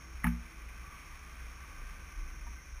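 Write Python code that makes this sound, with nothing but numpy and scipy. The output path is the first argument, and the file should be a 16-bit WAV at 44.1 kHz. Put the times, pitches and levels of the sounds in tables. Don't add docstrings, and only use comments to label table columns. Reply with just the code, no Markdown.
import sys
import numpy as np
from scipy import signal
from scipy.fft import rfft, irfft, next_fast_len
from scipy.io import wavfile
from scipy.ndimage import map_coordinates

SR = 44100
rng = np.random.default_rng(int(sys.argv[2]) if len(sys.argv) > 2 else 0)


def how_loud(loudness_db):
    steps = np.asarray(loudness_db, float) / 20
    return 10 ** steps


def wrap_up_sound(samples):
    columns = np.atleast_2d(samples).T
    tamed = np.clip(columns, -1, 1)
    steps = np.round(tamed * 32767).astype(np.int16)
    wavfile.write(sys.argv[1], SR, steps)


N = 123479

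# start_s, level_db, direction
PUSHES = [
    (.2426, -30.3, 1),
    (.2475, -31.6, -1),
    (.2693, -32.6, -1),
]
# start_s, level_db, centre_hz
CONTACTS = [(.2345, -39, 1950), (.2375, -33, 1950), (.2418, -22, 1250), (.2428, -15, 1880),
            (.2445, -31, 2800), (.2450, -39, 3600), (.2440, -44, 4650), (.2462, -21, 2150),
            (.2490, -28, 900), (.2552, -33, 2300), (.2632, -32, 1000), (.2662, -24, 1250),
            (.2672, -31, 2850), (.2680, -41, 4650), (.2685, -40, 3600), (.2694, -25, 1620),
            (.2726, -26, 2350), (.2772, -33, 1900), (.2810, -38, 2300)]
# pitch_hz, level_db, decay_s (to -60 dB), direction at the microphone
POLE_MODES = [(58.8, -3, .7, 1), (169.5, 1.8, .29, 1), (235.1, .8, .31, -1)]
# pitch_hz, level_db, decay_s (to -60 dB)
WALL_MODES = [(724.6, 4, 0.13), (870, 8, 0.14), (1138, 7, 0.052), (1420, -6, 0.041), (1580, -10, 0.044),
              (1727, 3, 0.074), (1983, 14.5, 0.021), (1990, -1, 0.029), (2270, -5, 0.059),
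              (2574, 10.5, 0.032), (3750, 6, 0.02)]
# start_s, pitch_hz, level_db, decay_s (to -60 dB)
TICKS = [(.258, 292, -38, .07), (2.45, 232, -55, .25), (2.465, 947, -45, .1), (2.468, 1810, -49, .08),
         (2.47, 1180, -50, .07), (2.465, 720, -53, .08), (2.52, 1150, -52, .12), (2.555, 1550, -53, .2),
         (2.582, 2070, -44, .08), (1.91, 160, -54, .15)]
# time_s, level_db, tilt_db (lower sway over upper sway)
TREMOR = [(0, -58, -15), (.16, -46.5, -3.5), (.5, -52, -1), (.64, -45, -5), (.82, -48.5, -8),
          (.96, -52.5, 3), (1.3, -52.5, -0.5), (1.38, -43.5, -6), (1.52, -49, -5.5), (1.65, -51.5, -0.5),
          (1.9, -47.5, 11), (2.05, -49.5, 0), (2.25, -41, 5), (2.4, -46.5, -2), (2.52, -42.5, -8),
          (2.65, -52.5, -7), (2.8, -43.5, 3)]
# pitch_hz, wander_hz
SWAYS = [(33, 3.34), (58, 2.43)]
# time_s, level_db
SWAY_DIP = [(0, 0), (.235, 0), (.25, -14), (.36, -12), (.46, 0), (2.8, 0)]
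# time_s, level_db
RUSTLE = [(0, 5), (.5, 3), (.9, 4.5), (1.2, 3), (1.7, 6), (2.1, 3), (2.5, 5), (2.8, 0)]
# pitch_hz, level_db (per Hz)
RUSTLE_COLOUR = [(44, -34), (75, 1), (91, -13.5), (161, -11.5), (200, -17.5), (322, -20.5), (377, -22.5),
                 (800, -32.5), (1040, -47), (1760, -120)]
# time_s, level_db
AIR = [(0.0, -56.5), (1.0, -54.5), (1.93, -54.5), (2.34, -56.5), (2.8, -57.5)]
# pitch_hz, level_db (per Hz)
AIR_COLOUR = [(400, -18.5), (850, -12.5), (1000, -9), (1700, -8), (2500, -6.5), (2700, -13.5),
              (4000, -20.5), (6000, -21)]
# centre_hz, width_hz, lift_db
CAVITIES = [(1159.4, 138, 8), (1539, 113, 5), (2064, 77, 4.5), (2360, 310, 4), (3150, 100, 4)]
# time_s, first_db, second_db
FLARES = [(0.4, -69, -72), (0.43, -66, -60), (0.83, -61, -61), (0.87, -48.5, -65), (1.17, -63, -68),
          (1.75, -55.5, -55), (2.2, -55.5, -58.5), (2.34, -70, -59), (2.73, -70, -59), (2.8, -57, -66)]
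# time_s, level_db
PUMP = [(0, -68), (1.95, -88), (2.15, -69.5), (2.6, -69), (2.75, -86)]
# time_s, level_db
NEAR_CICADA = [(0, -64.5), (.4, -67.5), (.6, -72), (.95, -65.5), (1.3, -69.5), (1.5, -66), (2.1, -70),
               (2.4, -66), (2.8, -69.5)]
# time_s, level_db
FAR_CICADA = [(0, -94), (1.9, -79), (2.25, -67.5), (2.55, -65), (2.8, -72.5)]
# time_s, level_db
THIRD_CICADA = [(0, -88), (1.5, -82), (2.8, -66.5)]
# pitch_hz, level_db (per Hz)
CHORUS_COLOUR = [(5150, -30), (5250, -4.5), (5400, -4.5), (5600, -1), (5850, 1.5), (6000, -12.5)]
# pitch_hz, level_db (per Hz)
SIDE_COLOUR = [(59, -40), (100, -13), (657, -3.5), (1110, -13), (1780, -12), (2360, -17), (3710, -3.5),
               (5410, -12), (9000, -14), (11700, -51), (19800, -120)]


def unit(x):
    return x / np.sqrt(np.mean(x ** 2) + 1e-20)


def along(points, hz):
    point_hz, point_db = np.transpose(points)
    return np.interp(np.log(hz + 1), np.log(point_hz + 1), point_db, -120, -120)


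def curves(rows):
    times, *columns = np.transpose(rows)
    return [np.interp(np.arange(N) / SR, times, column) for column in columns]


def wobble(rate):
    points = rng.standard_normal(int(N * rate / SR) + 4)
    return map_coordinates(points, [np.arange(N) * rate / SR])


def filtered(x, response):
    size = next_fast_len(N + SR // 2)
    spectrum = rfft(x, size) * response(np.fft.rfftfreq(size, 1 / SR))
    return irfft(spectrum, size)[..., :N]


def noise(response):
    return unit(filtered(rng.standard_normal(N), response))


def bell(hz, centre_hz, width_hz):
    return 1 / (1 + (2 * (hz - centre_hz) / width_hz) ** 2)


def ring(start_s, hz, db, decay_s, attack_s):
    t = np.clip(np.arange(N) / SR - start_s, 0, None)
    fade = how_loud(db - 60 * t / decay_s)
    swell = 1 - np.exp(-t / attack_s)
    return fade * swell * np.sin(2 * np.pi * hz * t)


def case_colour(hz):
    lift = sum(db * bell(hz, centre, width) for centre, width, db in CAVITIES)
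    return how_loud(along(AIR_COLOUR, hz) + lift)


def pole_thump():
    thump = np.zeros(N)
    for start, db, way in PUSHES:
        for hz, level, decay, sense in POLE_MODES:
            thump += way * sense * ring(start, hz, 0.8 + db + level, decay, attack_s=0.0004)
    return thump


def case_clack():
    wall_db, spread_hz, wall_attack_s = -18.5, 630, 0.0048
    rattle_db, rattle_decay_s = -37.5, 0.24
    clack = np.zeros(N)
    rattle = noise(lambda hz: case_colour(hz) * bell(hz, 1200, 4200) * (hz > 600))
    for start, db, centre_hz in CONTACTS:
        clack += ring(start, centre_hz, db, 25 / centre_hz, attack_s=0.001)
        for hz, level, decay in WALL_MODES:
            nearness = bell(hz, centre_hz, spread_hz)
            clack += nearness * ring(start, hz, db + wall_db + level, decay, wall_attack_s)
        t = np.arange(N) / SR - start
        clack += (t > 0) * how_loud(db + rattle_db - 60 * np.abs(t) / rattle_decay_s) * rattle
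    high_pass = signal.butter(4, 620, "high", fs=SR, output="sos")
    return signal.sosfilt(high_pass, clack)


def knock():
    ticks = sum(ring(start, hz, db, decay, attack_s=0.006) for start, hz, db, decay in TICKS)
    return pole_thump() + case_clack() + ticks


def sway(hz, wander_hz):
    cycles = np.cumsum(hz + wander_hz * wobble(18)) / SR
    return how_loud(2.7 * wobble(16)) * np.sin(2 * np.pi * cycles)


def tremor():
    level_db, tilt_db = curves(TREMOR)
    dip_db, = curves(SWAY_DIP)
    rustle_db, = curves(RUSTLE)
    low, high = [sway(hz, wander) for hz, wander in SWAYS]
    sways = how_loud(tilt_db / 2) * low + how_loud(-tilt_db / 2) * high
    rustle = noise(lambda hz: how_loud(along(RUSTLE_COLOUR, hz)))
    rustle = how_loud(-62 + rustle_db + 0.91 * wobble(12)) * rustle
    return how_loud(level_db - 0.5 + dip_db) * sways + rustle


def air():
    level_db, = curves(AIR)
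    flares = np.zeros(N)
    for flare_db, (centre, width, _) in zip(curves(FLARES), CAVITIES):
        flares += how_loud(flare_db - 7.5) * noise(lambda hz: bell(hz, centre, 0.96 * width))
    return how_loud(level_db + 0.63 * wobble(26)) * noise(case_colour) + flares


def pump():
    hum_hz = 328
    level_db, = curves(PUMP)
    return how_loud(level_db) * noise(lambda hz: bell(hz, hum_hz, 4.7) + 0.57 * bell(hz, hum_hz / 2, 1.7))


def cicada(rows, tone_hz, rate_hz, depth, drift):
    level_db, = curves(rows)
    clicks = np.cumsum(rate_hz + 0.89 * wobble(3.86)) / SR
    beat = np.exp(depth * np.cos(2 * np.pi * clicks))
    cycles = np.cumsum(tone_hz + 2.427 * wobble(1.5)) / SR
    tone = np.sin(2 * np.pi * cycles + drift * wobble(40))
    return how_loud(level_db + 0.76 * wobble(25.14)) * unit(beat * tone)


def chorus():
    pulses = np.cumsum(52 + 4 * wobble(3)) / SR
    buzz = how_loud(2.5 * np.cos(2 * np.pi * pulses) + 1.05 * wobble(120))
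    hiss = noise(lambda hz: how_loud(along(CHORUS_COLOUR, hz)))
    return how_loud(-66.5 + 0.27 * wobble(1.36)) * unit(buzz * hiss)


def insects():
    near = cicada(NEAR_CICADA, 5512, 153, depth=0.8, drift=0.3)
    far = cicada(FAR_CICADA, 5823, 145, depth=0.9, drift=0.4)
    third = cicada(THIRD_CICADA, 5702, 121, depth=1.4, drift=0.3)
    return near + far + third + chorus()


def scene():
    mono = knock() + tremor() + air() + pump() + insects()
    return np.tile(mono, (2, 1))


def roll_off(x):
    return signal.sosfilt(signal.butter(12, 15700, fs=SR, output="sos"), x)


def record(dry):
    hold_hz, top_hz = 12000, 15280
    carrier = 1 - 2 * np.sin(2 * np.pi * hold_hz * np.arange(N) / SR)
    sampled = filtered(dry, lambda hz: hz < hold_hz / 2) * carrier
    held = filtered(sampled, lambda hz: np.sinc(hz / hold_hz) * (hz < top_hz))
    side = how_loud(-80.5) * noise(lambda hz: how_loud(along(SIDE_COLOUR, hz)))
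    return roll_off(held + [side, -side])


dry = scene()
out = record(dry)
wrap_up_sound(out)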